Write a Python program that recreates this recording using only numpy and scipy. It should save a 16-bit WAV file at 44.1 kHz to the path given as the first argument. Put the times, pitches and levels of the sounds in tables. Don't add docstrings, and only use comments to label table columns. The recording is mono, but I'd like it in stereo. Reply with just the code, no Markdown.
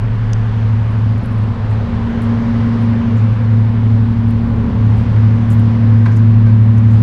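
import sys
import numpy as np
from scipy import signal
from scipy.fft import rfft, irfft, next_fast_len
from scipy.io import wavfile
from scipy.ndimage import uniform_filter1d

SR = 44100
rng = np.random.default_rng(int(sys.argv[2]) if len(sys.argv) > 2 else 0)


def put_to_file(sound):
    columns = np.atleast_2d(sound).T
    safe = np.clip(columns, -1, 1)
    whole_steps = np.round(safe * 32767)
    wavfile.write(sys.argv[1], SR, whole_steps.astype(np.int16))


def boost(x):
    u = np.asarray(x, float) / 20
    return 10 ** u


N = 309624
FIRINGS = 9

# time in seconds, exhaust swell in dB, fan swell in dB.
LOAD = [(0.0, -10, -.5), (.6, -11.5, 0.5), (1.3, -5, -.5), (1.9, -1, 1), (2.6, 0, 3), (3.0, 1, 1.5),
        (3.7, -3, -1), (4.25, -3.5, -2), (4.65, 6, -1), (5.2, -0.5, 1), (5.85, 0.5, 0.5), (6.5, -2, -2.5),
        (7.02, 1, -0.5)]


def curve(table):
    s, *columns = np.transpose(table)
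    return [np.interp(np.arange(N) / SR, s, c) for c in columns]


def over_hz(table, hz):
    f, value = np.transpose(table)
    return np.interp(np.log(hz + 1), np.log(f + 1), value)


def walk(rate):
    k = int(SR / rate)
    held = np.repeat(rng.standard_normal(N // k + 1), k)
    return 1.242 * uniform_filter1d(uniform_filter1d(held, k), k)[:N]


def from_middle():
    return (np.arange(N) - N / 2) / SR


def low_swell():
    exhaust_db = curve(LOAD)[0]
    deep_db = 3.5 * walk(4) - 0.67 * from_middle()

    def swell(hz):
        share = np.clip((hz - 60) / 70, 0, 1)
        return share * exhaust_db + (1 - share) * deep_db
    return swell


def firing_notes():
    # time in seconds, firing rate of the front engine in Hz, of the rear engine in Hz.
    firing_rate = [(0.0, 109.56, 106.76), (0.4, 109.57, 106.65), (0.9, 108.86, 106.29),
                   (1.3, 109.24, 106.16), (1.7, 109.7, 106.77), (2.0, 110.59, 106.03),
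                   (2.3, 108.97, 106.48), (2.7, 110.05, 105.86), (3.1, 110.37, 108.0),
                   (3.5, 109.71, 106.56), (4.0, 109.52, 107.23), (4.4, 109.16, 105.51),
                   (4.7, 110.64, 106.48), (5.0, 108.47, 106.69), (5.4, 109.26, 105.94),
                   (5.9, 109.03, 106.49), (6.4, 109.17, 105.58), (7.02, 109.54, 107.65)]
    # time in seconds, note of the front engine in dB, of the rear engine in dB.
    firing_level = [(0.0, -16, -45.5), (0.4, -14, -30), (0.9, -12.5, -24.5), (1.3, -17, -21.0),
                    (1.7, -24.5, -15.0), (2.0, -25.5, -22.5), (2.3, -19.5, -24), (2.7, -16.0, -31.5),
                    (3.1, -15, -17), (3.5, -10.5, -24.5), (4.0, -12.0, -21.5), (4.4, -15, -31),
                    (4.7, -21.5, -19.5), (5.0, -8.5, -12), (5.4, -11.5, -24), (5.9, -9.5, -19.5),
                    (6.4, -7.0, -37), (7.02, -8.0, -24.5)]
    out = np.zeros(N)
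    for hz, db in zip(curve(firing_rate), curve(firing_level)):
        turn = 2 * np.pi * np.cumsum(hz) / SR / FIRINGS
        out += boost(db) * np.cos(FIRINGS * turn)
    return out


def crankshafts():
    shaft_hz = 12.15, 11.83
    return [2 * np.pi * np.cumsum(hz * (1 + 0.001502 * walk(0.99))) / SR for hz in shaft_hz]


def front_throb(turn):
    # time in seconds, level in dB.
    throb_level = [(0.0, -36.5), (.7, -26), (1.4, -35), (1.9, -25.5), (2.9, -41.5), (3.4, -42),
                   (3.7, -31.5), (4.6, -22), (5.5, -28.5), (6.4, -38.5), (7.02, -26.5)]
    return boost(curve(throb_level)[0] + 2.0 * walk(5)) * np.cos((FIRINGS - FIRINGS // 3) * turn)


def blower(turn):
    # time in seconds, level in dB.
    blower_level = [(0.0, -37.5), (.72, -26.5), (1.5, -29), (2.3, -17), (3.05, -16), (3.7, -22),
                    (4.3, -17.5), (4.9, -23), (5.3, -19.5), (6.0, -17), (7.02, -19.5)]
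    # time in seconds, depth in dB, half length in seconds.
    fades = [(0.881, 14.5, .08), (1.696, 12.5, 0.091), (3.206, 14.5, .05), (3.363, 10.5, 0.12),
             (5.144, 15.5, .07), (6.119, 7.5, 0.098), (6.632, 5, .07)]
    t = np.arange(N) / SR
    fade_db = sum(db * np.clip(1 - np.abs(t - s) / half, 0, 1) for s, db, half in fades)
    return boost(curve(blower_level)[0] - fade_db) * np.cos((2 * FIRINGS + 1) * turn)


def strong_orders(turn):
    # shaft order, level half-way in dB, growth in dB per second.
    strong = [(8, -29.5, 0.2), (10, -27.5, 0), (15, -32.5, 1.07), (16, -33, 1.97), (17, -34, 0.7),
              (21, -37, 0.7), (27, -48.5, 2), (28, -48, 2)]
    out = np.zeros(N)
    for order, db, growth in strong:
        level_db = db + growth * from_middle() + 2.5 * walk(4)
        drift = 0.46 * walk(1.5) + 2 * np.pi * rng.random()
        out += boost(level_db) * np.cos(round(order) * turn + drift)
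    return out


def weak_orders(turns):
    # shaft order, front engine in dB, rear engine in dB.
    weak = [(2, -46.5, -38), (3, -33, -43.5), (4, -42.5, -42), (4.93, -42.5, -47), (7, -34.5, -38),
            (11, -38.5, -46.5), (12, -42.5, -46.5), (13, -36, -39.5), (14, -41.5, -42.5), (18, -39, -41.5),
            (20, -41.5, -36.5), (22, -40.5, -49.5), (23, -50, -45.5), (24, -47.5, -53.5), (26, -60, -56),
            (34, -47.5, -49.5), (37, -50, -51.5), (40, -51.5, -59), (42, -47, -56.5), (46, -48.5, -54.5)]
    swell = low_swell()
    out = np.zeros(N)
    for order, *levels in weak:
        near_db = 0.61 * swell(12 * order)
        for db, turn in zip(levels, turns):
            level_db = db + near_db + 3.5 * walk(3.016)
            drift = 1.3 * walk(1.497) + 2 * np.pi * rng.random()
            out += boost(level_db) * np.cos(round(order) * turn + drift)
    return out


def engines(turns):
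    front = turns[0]
    notes = firing_notes() + front_throb(front) + blower(front) + strong_orders(front) + weak_orders(turns)
    return np.sqrt(2) * notes


def bands(shape, lo_hz, hi_hz, level_db, flicker_db):
    # frequency in Hz, side minus mid in dB.
    side_level = [(25, -15.5), (100, -22.5), (300, -16.5), (600, -13), (1200, -21.5), (2500, -19),
                  (5000, -1.5), (9000, 6.5), (14000, -4)]
    size = next_fast_len(N)
    f = np.arange(size // 2 + 1) * SR / size
    noise = rfft(rng.standard_normal((2, size))) * boost(over_hz(shape, f))
    noise[1] *= boost(over_hz(side_level, f))
    out = 0
    for hz in lo_hz * 2 ** np.arange(0, np.log2(hi_hz / lo_hz), 1 / 3):
        window = np.cos(np.pi / 2 * np.clip(3 * np.log2(f / hz + 1e-9), -1, 1)) ** 2
        band = irfft(noise * window, size)[:, :N]
        out = out + band * boost(level_db(hz) + flicker_db * walk(9))
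    return out


def rumble():
    # frequency in Hz, level in dB per Hz.
    rumble_colour = [(15, -4.5), (30, -1), (55, 5.5), (90, -0.5), (130, -12.5), (155, -14.5), (200, 5.5),
                     (260, -10.5), (300, -20), (400, -41)]
    return boost(-11) * bands(rumble_colour, 31, 400, low_swell(), flicker_db=2.0)


def roar(firing_phase):
    # frequency in Hz, level in dB per Hz.
    roar_colour = [(200, -35), (300, -6.5), (400, 0.5), (560, -3), (620, -5.5), (1020, -2.5), (1300, -6),
                   (1900, -10.5), (3100, -18), (4600, -26.5), (6200, -35.5), (8000, -46), (10000, -52.5),
                   (12500, -58.5), (15500, -63)]
    exhaust_db, fans_db = curve(LOAD)
    roar_db = 0.4 * (exhaust_db + 3) + 0.3 * fans_db - 0.5 * from_middle()
    hiss_db = fans_db + 0.18 * from_middle()
    swell = np.array([roar_db, fans_db, hiss_db])

    def level_db(hz):
        octave_steps = np.log2(hz / 550) / 1.55
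        share = np.clip(1 - np.abs(octave_steps - np.arange(len(swell))), 0, 1) + 1e-9
        share[0] += hz < 550
        share[-1] += hz > 4700
        return share @ swell / share.sum() * min(7000 / hz, 1)

    noise = bands(roar_colour, 250, 16000, level_db, flicker_db=.8)
    return boost(-17) * noise * (1 + .04 * np.cos(firing_phase))


def ring(x, hz, width):
    return signal.lfilter(*signal.iirpeak(min(hz, .45 * SR), max(hz / width, .3), SR), x)


def strike(t60, rise):
    t = np.arange(SR // 4) / SR
    decay = boost(-60 * t / max(t60, .003))
    return rng.standard_normal(len(t)) * (1 - np.exp(-t / rise)) * decay


def add(out, at, sound, db, pan_db):
    sound = sound[:N - at] * boost(db) / np.abs(signal.hilbert(sound)).max()
    out[:, at:at + len(sound)] += sound * boost(np.array([[pan_db], [-pan_db]]) / 2)


def footfalls():
    # time in seconds, peak in dB, decay by 60 dB in seconds.
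    heels = [(5.159, -25.5, 0.06), (6.055, -12, 0.13), (6.078, -21, .15), (6.106, -21.5, 0.28),
             (6.457, -18.5, 0.4)]
    # frequency in Hz, width in Hz, level in dB.
    sole = [(189, 100, 5), (410, 230, -4), (593, 400, -7.5), (980, 250, -4), (1565, 130, -2),
            (2240, 400, -12), (3400, 1600, -24.5)]
    # time in seconds, peak in dB.
    pebble = [
        (0.3317, -19.5),
        (0.3337, -27),
    ]
    # frequency in Hz, width in Hz, level in dB.
    stone = [(1600, 340, -7.5), (2980, 800, -8.5), (5040, 800, -1), (6100, 700, 0), (7820, 1400, -9.5)]
    # time in seconds, peak in dB.
    grit = [(0.3027, -55), (1.1077, -61), (1.1805, -48), (1.258, -44.5), (1.3274, -55.5), (1.384, -49.5),
            (1.4358, -51), (2.185, -59.5), (2.2195, -42), (4.284, -49), (4.3076, -44), (5.1257, -55),
            (5.503, -36.5), (5.5955, -42.5), (6.1622, -46.5), (6.1697, -41), (6.5273, -60.5), (6.771, -49),
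            (6.782, -48)]
    # time in seconds, peak in dB, centre in Hz, decay by 60 dB in seconds,
    # width as a share of the centre.
    scuffs = [(0.9, -58.5, 8970, .15, 0.44), (1.226, -55.5, 9700, .13, .09), (1.31, -57.5, 10000, .15, .4),
              (1.695, -53.5, 7500, .15, 0.55), (2.225, -50.5, 8000, .1, 0.82), (2.81, -58, 10400, .15, .2),
              (3.165, -53.5, 6700, .17, 0.33), (4.965, -54.5, 8900, .3, 0.46),
              (5.506, -39.5, 7500, .09, .6), (5.525, -44, 12120, 0.073, 0.22),
              (6.115, -49.5, 5980, 0.091, .36), (6.163, -43.5, 6000, 0.053, .5),
              (6.774, -48, 6130, .04, .2), (6.9, -53, 7400, 0.49, 0.55)]
    out = np.zeros((2, N))

    def play(s, db, t60, rise, body, pan_db):
        burst = strike(t60, rise)
        sound = sum(boost(g) * ring(ring(burst, hz, width), hz, width) for hz, width, g in body)
        add(out, int(s * SR), sound, db, pan_db)

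    for s, db, t60 in heels:
        play(s, db - 2.0, t60, 0.0022, sole, -4.0)
    for s, db in pebble:
        play(s, db, .006, 0.00049, stone, -6.5)
    for s, db in grit:
        play(s, db + 2.5, .013, 0.00046, [(9500, 6000, 0)], -11.5)
    for s, db, hz, t60, share in scuffs:
        play(s, db + 2.5, t60, 0.011, [(hz, share * hz, 0)], -11)
    return out


def microphone(pair):
    # frequency in Hz, left minus right in dB.
    port_tilt = [(60, -1.5), (200, -1.3), (1000, -1.8), (2500, -1.6), (5000, -3.5), (9000, -6), (14000, -4)]
    # frequency in Hz, radians the left port leads.
    port_lead = [(0, 0.27), (600, -0.22), (860, 0.69), (1290, -1.2), (1550, -0.58), (2070, -0.92),
                 (2580, -1.2), (2840, -1.04)]
    size = next_fast_len(N)
    f = np.arange(size // 2 + 1) * SR / size
    tilt_db = over_hz(port_tilt, f) / 2
    lead = np.exp(1j * over_hz(port_lead, f))
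    ports = np.array([boost(tilt_db) * lead, boost(-tilt_db)])
    return irfft(rfft(pair, size) * ports, size)[:, :N]


def scene():
    turns = crankshafts()
    notes = engines(turns)
    mid, side = rumble() + roar(FIRINGS * turns[0])
    pair = np.array([notes + mid + side, notes + mid - side])
    return microphone(pair) + footfalls()


def low_pass(x):
    return signal.sosfilt(signal.butter(12, 15500, fs=SR, output="sos"), x)


def record(dry):
    knee = .9
    over = np.maximum(np.abs(dry) - knee, 0)
    rounded = dry - np.sign(dry) * (over - (1 - knee) * np.tanh(over / (1 - knee)))
    return low_pass(rounded)


dry = scene()
out = record(dry)
put_to_file(out)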